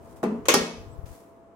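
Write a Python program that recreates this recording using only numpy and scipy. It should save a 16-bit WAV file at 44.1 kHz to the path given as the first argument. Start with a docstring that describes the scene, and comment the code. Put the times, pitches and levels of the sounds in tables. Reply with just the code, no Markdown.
"""A low room hum and a hand brushing steel: an opened-up microwave oven in a small room, stereo mic close by.
The door bumps the latches with a dull thud and a short boom, and a hook ticks. Two latches then snap one after
the other, rattling loose plastic and ringing the sheet-steel cabinet. A faint squeak follows, then a soft touch
as a sleeve brushes past. A passing arm stirs the air at the microphone."""
import sys
import numpy as np
from scipy import signal
from scipy.fft import rfft, irfft, next_fast_len
from scipy.io import wavfile
from scipy.ndimage import uniform_filter1d, map_coordinates

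SR = 44100
rng = np.random.default_rng(int(sys.argv[2]) if len(sys.argv) > 2 else 0)


def dump(signal):
    """Clip the signal to [-1, 1] and save it as 16-bit WAV at the path in sys.argv[1]."""
    limited = np.clip(np.atleast_2d(signal).T, -1, 1)
    pcm = np.round(limited * 32767).astype(np.int16)
    wavfile.write(sys.argv[1], SR, pcm)


N = 68355

# how alike the channels are, for close sound and for the room: freq_hz, correlation (capped at 1)
NEAR_ALIKE = [(60, 0), (180, 2), (550, 0.67), (1650, 0.2), (5000, 0)]
FAR_ALIKE = [(60, 0.34), (180, 1), (550, 0.58), (1650, .02)]
# stereo lean at the mic: freq_hz, left_minus_right_db
BALANCE = [(150, 1), (400, 3), (950, -.5), (2400, 2), (6000, -1), (11000, 3)]
# spectra of the noisy sounds: freq_hz, relative_db
HUM_COLOUR = [(25, -30), (100, -12.5), (240, -0.5), (470, -1), (750, -8.5), (1000, -7), (1600, -20.5),
              (4500, -40), (8000, -38), (15500, -54.5)]
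BRUSH_COLOUR = [(300, 9.5), (1500, 7), (3500, -0.5), (8500, 3.5), (12500, 0), (15500, -1)]
DRAUGHT_COLOUR = [(20, -39.5), (45, -14), (100, -10), (160, -20), (300, -60.5)]
BUMP_COLOUR = [(140, -15), (240, 4.5), (400, 4.5), (640, -1.5), (1050, -6.5), (1500, -18), (3500, -37.5),
               (8000, -39), (15500, -49.5)]
ROOM_COLOUR = [(140, -8), (240, 0), (480, 6.5), (720, 0), (1200, -0.5), (1600, -11), (2400, -7),
               (3200, -10.5), (6000, -10), (8500, -17), (11500, -23), (15500, -24.5)]
CRACK_COLOUR = [(100, -25), (600, -5), (2500, 0), (6500, .5), (9000, -5), (12000, -4), (15500, -12)]
SNAP_COLOURS = [
    [(170, -8.5), (300, 1.5), (520, 8.5), (780, -6.5), (1100, 5), (1450, -2), (3000, -2.5), (4900, -15),
     (6400, -3), (9000, -14.5), (12500, -18.5), (15500, -28.5)],
    [(170, -2), (400, 5.5), (650, -0.5), (1200, 3.5), (1600, -5), (2800, -15), (3900, -11.5), (5800, -4.5),
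     (7800, -16), (11200, -15.5), (15500, -32)],
]  # one spectrum for each latch
# decay of the oven's body and of the room: freq_hz, t60_s
BODY_T60 = [(200, 0.32), (500, 0.13), (1200, 0.1), (2500, 0.35), (7000, 0.19), (14000, 0.11)]
ROOM_T60 = [(200, .55), (600, .45), (2000, .53), (6000, .5), (10000, .38), (15000, .27)]
# the hum sinks toward the end: time_s, gain_db
HUM_SHAPE = [(0, -1), (.9, -0.5), (1.2, -3.5), (1.55, -6.5)]
# strokes of finger and sleeve: start_s, rise_s, hold_s, t60_s, level_db
BRUSHES = [(-.02, 0.066, 0.15, 0.23, -61), (0.158, 0.0021, 0.0056, 0.29, -59),
           (1.055, 0.0034, 0.1, 0.63, -56.5)]
# moving air on the mic: time_s, left_db, right_db
DRAUGHT = [(.3, -52, -58), (.36, -53, -45), (.55, -75, -49), (.62, -33.5, -64), (.68, -78, -65),
           (.79, -42.5, -44), (.93, -42.5, -54.5), (1.06, -43, -51), (1.13, -47, -55), (1.18, -67, -62.5)]
# pushes of air on its left side: centre_s, level_db
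PUFFS = [(0.993, -26.5), (1.0429, -26.5), (1.112, -32)]
# loose plastic parts: start_s, level_db
CLICKS = [(0.2296, -38.5), (0.2377, -31), (0.4895, -21), (.5035, -16.5), (.5180, -21), (0.5388, -18.5),
          (0.5525, -22)]
# cabinet panel modes: pitch_hz, t60_s, bump_db, first_snap_db, second_snap_db
PANEL_MODES = [(171.8, 0.51, -28.5, -47, -25), (202.3, 0.34, -24.5, -35.5, -31),
               (232.6, 0.56, -23.5, -30.5, -26.5), (263.6, 0.46, -32, -24, -26.5),
               (341.5, 0.25, -39.5, -23, -29.5), (401.8, 0.19, -30, -16.5, -13),
               (424, 0.72, -28.5, -46.5, -41.5), (449.9, 0.56, -35, -29.5, -28.5),
               (508.8, 0.33, -39.5, -23.5, -30), (655.3, 0.082, -21.5, -36.5, -29),
               (834, 0.11, -32, -43, -17.5)]
# latch snaps: start_s, body_db, room_db
SNAPS = [(0.4841, -13, -16), (0.5395, -16, -21)]
# latch and bracket modes: pitch_hz, t60_s, first_snap_db, second_snap_db
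LATCH_MODES = [(1079, 0.14, -19.5, -29.5), (1162, .3, -37.5, -35), (1335, 0.19, -49.5, -21.5),
               (1864, 0.3, -38.5, -25.5), (2202, 0.5, -33, -33.5), (5850, 0.09, -32.5, -21),
               (6340, 0.1, -21.5, -45.5), (11080, 0.54, -48, -46)]
# the squeak's arch: time_s, pitch_hz, level_db
SQUEAK_PATH = [(.87, 7300, -84), (.935, 7930, -62.5), (.975, 7370, -95)]

BUMP_S, BUMP_DB = .2302, -19.5
ATTACK_S, TICK_T60_S = .0007, .1


def amp(db):
    """Decibels to gain."""
    return 10 ** (np.asarray(db) / 20)


def unit(x):
    """Scale to rms 1."""
    return x / np.sqrt(np.mean(x ** 2) + 1e-20)


def along(points, hz):
    """Read (freq_hz, value) points on a log frequency axis."""
    freqs, values = np.transpose(points)
    return np.interp(np.log(hz + 1), np.log(freqs + 1), values)


def since(start_s):
    """Seconds since start_s, zero before it."""
    return np.maximum(np.arange(N) / SR - start_s, 0)


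def curves(rows):
    """One value per sample for each column after the time."""
    times, *columns = np.transpose(rows)
    return np.array([np.interp(since(0), times, column) for column in columns])


def wobble(samples, shape=N):
    """Random motion of rms 1, smoothed over so many samples."""
    return unit(uniform_filter1d(rng.standard_normal(shape), size=samples))


def fade(start_s, t60_s, rise_s=ATTACK_S, hold_s=0):
    """A rise at start_s, with an exponential decay that begins hold_s later."""
    decay = np.exp(-np.log(1000) * since(start_s + hold_s) / t60_s)
    return decay * (1 - np.exp(-since(start_s) / rise_s))


def noise(colour, alike, ripple_db=0):
    """Coloured stereo noise of rms 1, as the mic hears it; ripple adds random narrow peaks."""
    size = next_fast_len(N + SR // 4)
    hz = np.fft.rfftfreq(size, 1 / SR)
    width = np.arccos(np.clip(along(alike, hz), -1, 1)) / 2
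    mid, side = rfft(rng.standard_normal((2, size))) * [np.cos(width), np.sin(width)]
    lean_db = along(BALANCE, hz) / 2
    peaks = map_coordinates(rng.standard_normal(SR // 100), [hz / 55]) * np.clip(hz / 2000, 0, 1)
    db = along(colour, hz) + ripple_db * peaks + np.array([lean_db, -lean_db])
    return unit(irfft(np.array([mid + side, mid - side]) * amp(db), size)[:, :N])


def burst(start_s, colour, alike=NEAR_ALIKE, t60s=BODY_T60, rise_s=ATTACK_S):
    """Countless close resonances struck at once, each band dying at its own speed."""
    hz, t, bands = signal.stft(noise(colour, alike, ripple_db=4.5), SR, nperseg=128)
    decay_db = -60 * np.maximum(t - start_s, 0) / along(t60s, hz)[:, None]
    ring = signal.istft(bands * amp(decay_db), SR, nperseg=128)[1][:, :N]
    return ring * (1 - np.exp(-since(start_s) / rise_s))


def mode(start_s, hz, db, t60_s, rise_s=ATTACK_S):
    """One slightly unsteady resonance; high ones reach the two channels out of step."""
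    start = round(start_s * SR)
    t = np.arange(N - start)[:SR * 2 // 3] / SR
    offset_rad = .82 * min(hz / 1000, 1) ** 2 * rng.choice([-1, 1])
    drift_rad = np.cumsum(rng.standard_normal(len(t))) * np.sqrt(min(hz * .0099, 15) / SR)
    phase = 2 * np.pi * hz * t + drift_rad + np.array([[offset_rad], [-offset_rad]])
    envelope = amp(db) * np.exp(-np.log(1000) * t / t60_s) * (1 - np.exp(-t / rise_s))
    out = np.zeros((2, N))
    out[:, start:start + len(t)] = envelope * np.sin(phase)
    return out


def room_hum():
    """Low, fan-like room tone with one thin, wavering whine."""
    whine_hz, waver_rad = 669.7, .22
    whine = amp(-54) * np.sin(2 * np.pi * whine_hz * since(0) + waver_rad * wobble(4000, shape=(2, N)))
    return amp(-49 + curves(HUM_SHAPE)) * noise(HUM_COLOUR, FAR_ALIKE) + whine


def hand():
    """Skin slides over the casing with a faint, grainy hiss; later a sleeve brushes past with a soft touch."""
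    strokes = sum(amp(db) * fade(start_s, t60_s, rise_s, hold_s)
                  for start_s, rise_s, hold_s, t60_s, db in BRUSHES)
    grain_db = 1.3 * wobble(200)
    touch = amp(-50) * fade(1.057, TICK_T60_S) * noise(ROOM_COLOUR, FAR_ALIKE)
    return touch + strokes * amp(grain_db) * noise(BRUSH_COLOUR, FAR_ALIKE)


def air():
    """The arm stirs the air at the mic: a rumble unrelated between channels, and soft puffs on the left."""
    puff_width_s = .0027
    out = amp(curves(DRAUGHT)) * noise(DRAUGHT_COLOUR, alike=[(50, .022)])
    for centre_s, db in PUFFS:
        u = (since(0) - centre_s) / puff_width_s
        out[0] += amp(db) * u * np.exp((1 - u ** 2) / 2)
    return out


def door():
    """The door meets the latches softly and knocks once more; a hook then ticks over its ramp."""
    rebound_s, tick_s = .2455, .4543
    bump = burst(BUMP_S, BUMP_COLOUR)
    rebound = burst(rebound_s, BUMP_COLOUR)
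    bump_room = amp(-3) * burst(BUMP_S, BUMP_COLOUR, FAR_ALIKE, ROOM_T60, rise_s=.066)
    tick = noise(SNAP_COLOURS[0], NEAR_ALIKE) * fade(tick_s, TICK_T60_S)
    tick_room = amp(-22) * burst(tick_s, ROOM_COLOUR, FAR_ALIKE, ROOM_T60, rise_s=.0056)
    return amp(BUMP_DB) * (bump + bump_room) + amp(-26.5) * rebound + amp(-33.5) * (tick + tick_room)


def rattle():
    """Loose plastic parts click drily with the bump and the snaps."""
    clicks = sum(amp(db) * fade(start_s, t60_s=.016) for start_s, db in CLICKS)
    return clicks * noise(CRACK_COLOUR, NEAR_ALIKE)


def boom():
    """After the bump the hollow box booms once, swelling and rising a little in pitch."""
    pitch_hz, glide_hz_per_s, peak_s = 187.1, 340, .058
    t = since(BUMP_S)
    swell = t / peak_s * np.exp((1 - (t / peak_s) ** 2) / 2)
    phase = 2 * np.pi * (pitch_hz * t + glide_hz_per_s * t ** 2 / 2)
    return amp(-24.5) * swell * np.sin(phase)


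def cabinet():
    """The bump and both snaps ring the same steel panels; the big low ones are slowest to get going."""
    blows_s = [BUMP_S] + [start_s for start_s, *_ in SNAPS]
    ring = sum(mode(start_s, hz, db, t60_s, rise_s=.045 * (181 / hz) ** 3)
               for hz, t60_s, *levels_db in PANEL_MODES for start_s, db in zip(blows_s, levels_db))
    return ring * amp([[1.03], [-1.03]])  # the panels lie left of the mic


def latches():
    """Each snap: a hard, chattering crack, the plastic frame's clatter, the room and the bracket's ring."""
    out = np.zeros((2, N))
    for k, (start_s, body_db, room_db) in enumerate(SNAPS):
        chatter = unit(amp(3 * wobble(30)))
        out += amp(-12.5) * chatter * noise(CRACK_COLOUR, NEAR_ALIKE) * fade(start_s, t60_s=.04)
        out += amp(body_db) * burst(start_s, SNAP_COLOURS[k])
        out += amp(room_db) * burst(start_s, ROOM_COLOUR, FAR_ALIKE, ROOM_T60, rise_s=.043)
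        out += sum(mode(start_s, hz, levels_db[k], t60_s) for hz, t60_s, *levels_db in LATCH_MODES)
    return out


def steel_wall():
    """Both snaps set the same crowd of high modes ringing in the thin steel wall."""
    low_hz, high_hz, tilt_db_per_octave = 1205, 7640, 1.4
    out = np.zeros((2, N))
    for place, strength in rng.random((60, 2)):
        hz = low_hz + place * (high_hz - low_hz)
        db = -48.5 + tilt_db_per_octave * np.log2(hz / low_hz) + 10 * (strength - .5)
        for start_s, *_ in SNAPS:
            out += mode(start_s, hz, db, t60_s=.19)
    return out


def squeak():
    """A very faint, thin squeak arches up and down after the snaps."""
    hz, db = curves(SQUEAK_PATH)
    rough_hz = 190 * wobble(60)
    sounding = (since(0) > SQUEAK_PATH[0][0]) & (since(0) < SQUEAK_PATH[-1][0])
    return sounding * amp(db) * np.sin(2 * np.pi * np.cumsum(hz + rough_hz) / SR)


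def scene():
    """Everything at the mic, close to the oven."""
    low_cut = signal.butter(3, 140, "high", fs=SR, output="sos")  # the knocks, snaps and rattle carry little below 140 Hz
    blows = signal.sosfilt(low_cut, door() + latches() + rattle())
    return blows + boom() + cabinet() + steel_wall() + squeak() + hand() + air() + room_hum()


def record(dry):
    """The recorder rounds off the highest peaks and keeps nothing above its band limit."""
    ceiling, top_hz = .9, 15900
    rounded = dry / (1 + np.abs(dry / ceiling) ** 6) ** (1 / 6)
    return signal.sosfilt(signal.ellip(10, .1, 90, top_hz, fs=SR, output="sos"), rounded)


dry = scene()
out = record(dry)
dump(out)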